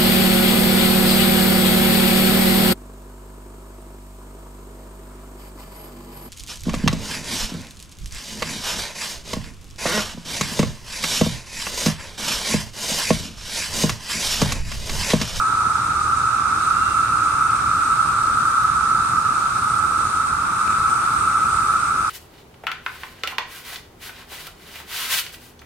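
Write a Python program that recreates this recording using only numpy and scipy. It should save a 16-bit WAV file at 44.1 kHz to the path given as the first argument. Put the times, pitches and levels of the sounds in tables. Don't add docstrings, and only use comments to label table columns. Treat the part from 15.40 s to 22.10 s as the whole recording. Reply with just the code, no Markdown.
import sys
import numpy as np
from scipy import signal
from scipy.fft import rfft, irfft, next_fast_len
from scipy.io import wavfile
from scipy.ndimage import uniform_filter1d, map_coordinates

SR = 44100
rng = np.random.default_rng(int(sys.argv[2]) if len(sys.argv) > 2 else 0)


def bounce(signal):
    frames = np.transpose(np.atleast_2d(signal))
    limited = np.clip(frames, -1, 1)
    pcm = np.round(limited * 32767).astype(np.int16)
    wavfile.write(sys.argv[1], SR, pcm)


N = 295330


def amp(db):
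    return 10 ** (np.asarray(db) / 20)


def unit(x):
    return x / np.sqrt(np.mean(x ** 2) + 1e-20)


def along(points, hz):
    point_hz, value = np.transpose(points)
    return np.interp(np.log(hz + 1), np.log(point_hz + 1), value)


def curves(rows):
    s, *columns = np.transpose(rows)
    t = np.arange(N) / SR
    return [np.interp(t, s, column) for column in columns]


def wobble(rate):
    knots = rng.standard_normal(int(N * rate / SR) + 4)
    return map_coordinates(knots, [np.arange(N) * rate / SR])


def filtered(x, response):
    size = next_fast_len(N + SR // 2)
    hz = np.fft.rfftfreq(size, 1 / SR)
    return irfft(rfft(x, size) * response(hz), size)[..., :N]


def sides(lean_db):
    return amp(np.array([lean_db / 2, -lean_db / 2]))


def patchy(pair, patchy_db):
    spectrogram = signal.stft(pair, nperseg=512)[2]
    field = rng.standard_normal(spectrogram.shape[1:])
    field = uniform_filter1d(field, size=8, axis=0)
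    field = uniform_filter1d(field, size=10, axis=1)
    return signal.istft(spectrogram * amp(patchy_db * unit(field)), nperseg=512)[1][:, :N]


# frequency in Hz, left-right correlation (-1 to 1).
PORT_LIKENESS = [(25, .85), (100, .94), (250, .88), (450, .68), (750, .53), (1150, .68), (1600, .68),
                 (2200, .45), (2600, .3), (3100, -.3), (4500, -.2), (6500, .05), (15000, 0)]


def ports(pair, colour, lag):
    def middle_and_side(hz):
        turn = np.arccos(np.clip(along(PORT_LIKENESS, hz), -1, 1)) / 2
        return amp(along(colour, hz)) * [np.cos(turn), np.sin(turn)]

    def delay(hz):
        return np.exp(-1j * np.pi * hz * lag * np.array([[1], [-1]]))

    mid, side = filtered(pair, middle_and_side)
    return unit(filtered(np.array([mid + side, mid - side]), delay))


def crowd(clicks_hz, jitter, swell_db, count):
    pair = np.zeros((2, N))
    for singer in range(2 * count):
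        pace = clicks_hz * (rng.uniform(.8, 1.2) + .01 * wobble(4))
        cycles = rng.uniform() + np.cumsum(pace) / SR
        at = np.flatnonzero(np.diff(np.floor(cycles)))
        effort = amp(swell_db * wobble(3.046))[at] * (1 + 0.34 * rng.standard_normal(len(at)))
        scatter = rng.normal(0, jitter * SR / clicks_hz, len(at))
        at = (at + scatter).astype(int) % N
        np.add.at(pair[singer % 2], at, effort)
    return pair - pair.mean()


# time in seconds, level in dB, left minus right in dB.
DRONE_LEVEL = [(0, -19, -2), (1, -19, -3.5), (1.6, -18, -3), (2.7, -18.5, -2.5), (3.05, -17.5, -2),
               (3.6, -18.5, -3), (4.5, -19, -3), (5, -19.5, -1.5), (5.6, -18, -0.5), (6.7, -19.5, -2)]
# frequency in Hz, colour in dB per Hz.
BELLY_COLOUR = [(700, -45.5), (960, -34), (1060, -21.5), (1165, -8.5), (1225, -6.5), (1270, -2.5),
                (1308, 1), (1345, -2), (1390, -7), (1460, -14), (1610, -24), (1750, -30), (2100, -43.5),
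                (3000, -120)]
# time in seconds, level in dB.
DEEP_LEVEL = [(0, -35.5), (1.2, -40), (2.1, -39), (2.6, -36), (3, -39.5), (4.6, -37.5), (6.7, -39.5)]
# frequency in Hz, colour in dB per Hz.
DEEP_COLOUR = [(450, -32), (700, -15), (790, -9), (870, 1), (960, -1.5), (1050, 0), (1300, -21),
               (2000, -120)]


def drone():
    level_db, lean_db = curves(DRONE_LEVEL)
    chorus = ports(crowd(200, .03, 1.26, count=14), BELLY_COLOUR, lag=.000045)
    deeper = ports(crowd(150, .04, 1.3, count=8), DEEP_COLOUR, lag=.000045)
    deep_db = curves(DEEP_LEVEL)[0]
    return amp(level_db) * sides(lean_db) * chorus + amp(deep_db) * sides(-0.71)[:, None] * deeper


# time in seconds, level in dB.
OCTAVE_LEVEL = [(0, -45.5), (2.2, -42.5), (3, -45.5), (4.6, -45), (5.3, -42), (6.7, -43)]
# frequency in Hz, colour in dB per Hz.
OCTAVE_COLOUR = [(1200, -36), (1700, -17), (1950, -4), (2300, -0.5), (2550, 0.5), (2750, -6), (3000, -18),
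                 (3600, -34), (6000, -120)]


def overtone():
    noise = patchy(rng.standard_normal((2, N)), 0.91)
    return amp(curves(OCTAVE_LEVEL)[0]) * ports(noise, OCTAVE_COLOUR, lag=.00003)


# time in seconds, level in dB.
SIZZLE_LEVEL = [(0, -37.5), (.5, -39), (1.5, -37.5), (2.7, -37), (3.2, -36.5), (4, -37.5), (4.4, -35.5),
                (5.1, -37), (5.8, -35), (6.7, -36.5)]
# frequency in Hz, colour in dB per Hz.
SIZZLE_COLOUR = [(4240, -10), (7200, -10.5), (8210, -1), (8960, -1), (9680, -5.5), (10800, -16),
                 (14600, -27.5), (15500, -32)]
# frequency in Hz, colour in dB per Hz.
WASH_COLOUR = [(1500, -35), (2500, -15.5), (3140, -17), (3500, -12), (3800, -6), (4100, -9.5),
               (4840, -11.5), (6200, -10.5), (7600, -11), (9880, -39), (16700, -120)]
WASH_START_DB, WASH_END_DB = -39, -41


def sizzle():
    high_db = curves(SIZZLE_LEVEL)[0]
    wash_db = np.linspace(WASH_START_DB, WASH_END_DB, N)
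    swell = wobble(7)
    high = ports(patchy(crowd(900, .3, 2, count=10), 1.1), SIZZLE_COLOUR, lag=0)
    wash = ports(patchy(rng.standard_normal((2, N)), 0.91), WASH_COLOUR, lag=0)
    return amp(high_db + .5 * swell) * high + amp(wash_db + 0.39 * swell) * wash


def note(rows, waver_hz, waver_db, step=0):
    hz, db = curves(rows)
    phase = 2 * np.pi * np.cumsum(hz + waver_hz * wobble(8)) / SR
    return amp(db + waver_db * wobble(6.2)) * np.sin(phase + np.array([[0], [step]]))


FAINT_DB, FADE_S = -72, .14


def glide(start, end, first_hz, last_hz, db):
    fade = FADE_S / (end - start)
    share = np.array([0, fade, 1 - fade, 1])
    s = start + share * (end - start)
    hz = first_hz + share * (last_hz - first_hz)
    return np.transpose([s, hz, [FAINT_DB, db, db, FAINT_DB]])


# frequency in Hz, colour in dB per Hz.
RUMBLE_COLOUR = [(12, -44), (20, -16), (59, -2.5), (108, 0.5), (168, -5), (307, -8.5), (519, -16.5),
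                 (707, -16.5), (800, -10), (1040, -25), (1760, -120)]
RUMBLE_DB = -36
# time in seconds, pitch in Hz, level in dB.
ENGINE_HUM = [(0, 120, -44), (1.3, 110.8, -45), (1.55, 110, -40.5), (2.7, 109, -42), (3.1, 112, -48),
              (4, 110, -43), (5.2, 117.5, -63), (6.2, 116, -47), (6.7, 118, -56)]
# start and end in seconds, first and last pitch in Hz, level in dB.
PASSING_NOTES = [(.4, 1, 75, 75, -40.5), (1.18, 3.54, 70, 72, -45), (1.1, 2.7, 313, 296, -49),
                 (4.85, 5.45, 180, 211, -40)]
# start and end in seconds, first and last pitch in Hz, level in dB.
FALLING_WHINE = (1.1, 2.4, 2812, 2606, -49)


def road():
    noise = patchy(rng.standard_normal((2, N)), 0.94)
    rumble = amp(RUMBLE_DB) * ports(noise, RUMBLE_COLOUR, lag=0)
    hum = note(ENGINE_HUM, waver_hz=.8, waver_db=1.2)
    passing = sum(note(glide(*row), waver_hz=1.48, waver_db=2.3) for row in PASSING_NOTES)
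    whine = note(glide(*FALLING_WHINE), waver_hz=5, waver_db=4.5, step=1.9)
    return rumble + hum + passing + whine


FIRST_BUZZ_S, BUZZ_PERIOD_S, BUZZ_SCATTER_S = .016, .3048, .008
BUZZ_START_DB, BUZZ_END_DB, BUZZ_SPREAD_DB = -42.5, -35.5, 1
BUZZ_HZ, BUZZ_LENGTH_S = 8440, 0.033


def even_buzzes():
    at = np.arange(FIRST_BUZZ_S, N / SR, BUZZ_PERIOD_S)
    chance = rng.standard_normal((len(at), 2))
    db = np.linspace(BUZZ_START_DB, BUZZ_END_DB, len(at)) + BUZZ_SPREAD_DB * chance[:, 0]
    at = at + BUZZ_SCATTER_S * chance[:, 1]
    return [(abs(s), level, BUZZ_HZ, BUZZ_LENGTH_S) for s, level in zip(at, db)]


# peak time in seconds, level in dB, pitch in Hz, fall length in seconds.
STRAY_BUZZES = [(0.776, -38, 8500, 0.027), (4.385, -34, 8300, .015), (4.67, -39, 6900, .02),
                (5.31, -37, 7600, 0.027), (6.16, -36, 8200, .015), (6.47, -37, 8200, 0.023)]
BUZZ_LEAN_DB = -2


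def buzzes():
    lead = SR // 8
    t = np.arange(-lead, SR // 4) / SR
    ring_t = np.arange(200) / SR
    out = np.zeros((2, N + SR))
    for s, db, hz, length in even_buzzes() + STRAY_BUZZES:
        shape = np.exp(-.5 * (t / np.where(t < 0, .4 * length, length)) ** 2)
        beat = .5 + np.sin(np.pi * 120 * t + rng.uniform(0, np.pi)) ** 4
        ring = np.sin(2 * np.pi * hz * ring_t) * amp(-60 * ring_t / 0.0032)
        noise = rng.standard_normal((2, len(t))) * beat
        burst = unit(signal.fftconvolve(noise, ring[None], axes=1)[:, :len(t)])
        out[:, round(s * SR):][:, :len(t)] += amp(db) * sides(BUZZ_LEAN_DB)[:, None] * shape * burst
    return filtered(out[:, lead:N + lead], lambda hz: 1 / (1 + (hz / 9800) ** 12))


# start in seconds, peak level in dB.
TICKS = [(3.2345, -35)]


def ticks():
    t = np.arange(90) / SR
    tick = np.hanning(len(t)) ** 3 * np.sin(2 * np.pi * 14000 * t)
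    out = np.zeros(N)
    for s, db in TICKS:
        out[round(s * SR):][:len(t)] += amp(db) * tick
    return out


# start in seconds, gain on the whole shell sound in dB.
TAPS = [(5.2772, -21), (5.3025, -26), (5.3246, -23)]
# frequency in Hz, level in dB, time to fall 60 dB in seconds.
SHELL_MODES = [(320, -3, .02), (2450, 0, .008), (7200, -8, .005)]


def taps():
    t = np.arange(900) / SR
    shell = sum(amp(db - 60 * t / t60) * np.sin(2 * np.pi * hz * t) for hz, db, t60 in SHELL_MODES)
    out = np.zeros(N)
    for s, db in TAPS:
        out[round(s * SR):][:len(t)] += amp(db) * shell
    return out


def scene():
    return drone() + overtone() + sizzle() + road() + buzzes() + ticks() + taps()


# frequency in Hz, left minus right in dB.
BODY_LEAN = [(60, 0), (600, 0.5), (900, -1.5), (1700, 1.5), (2100, 4), (2600, 4.5), (3000, 5.5), (3500, 7),
             (4000, 1), (9000, 0), (11000, -3), (15000, 1)]
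TOP_HZ = 15670


def record(dry):
    return filtered(dry, lambda hz: sides(along(BODY_LEAN, hz)) * (hz < TOP_HZ))


dry = scene()
out = record(dry)
bounce(out)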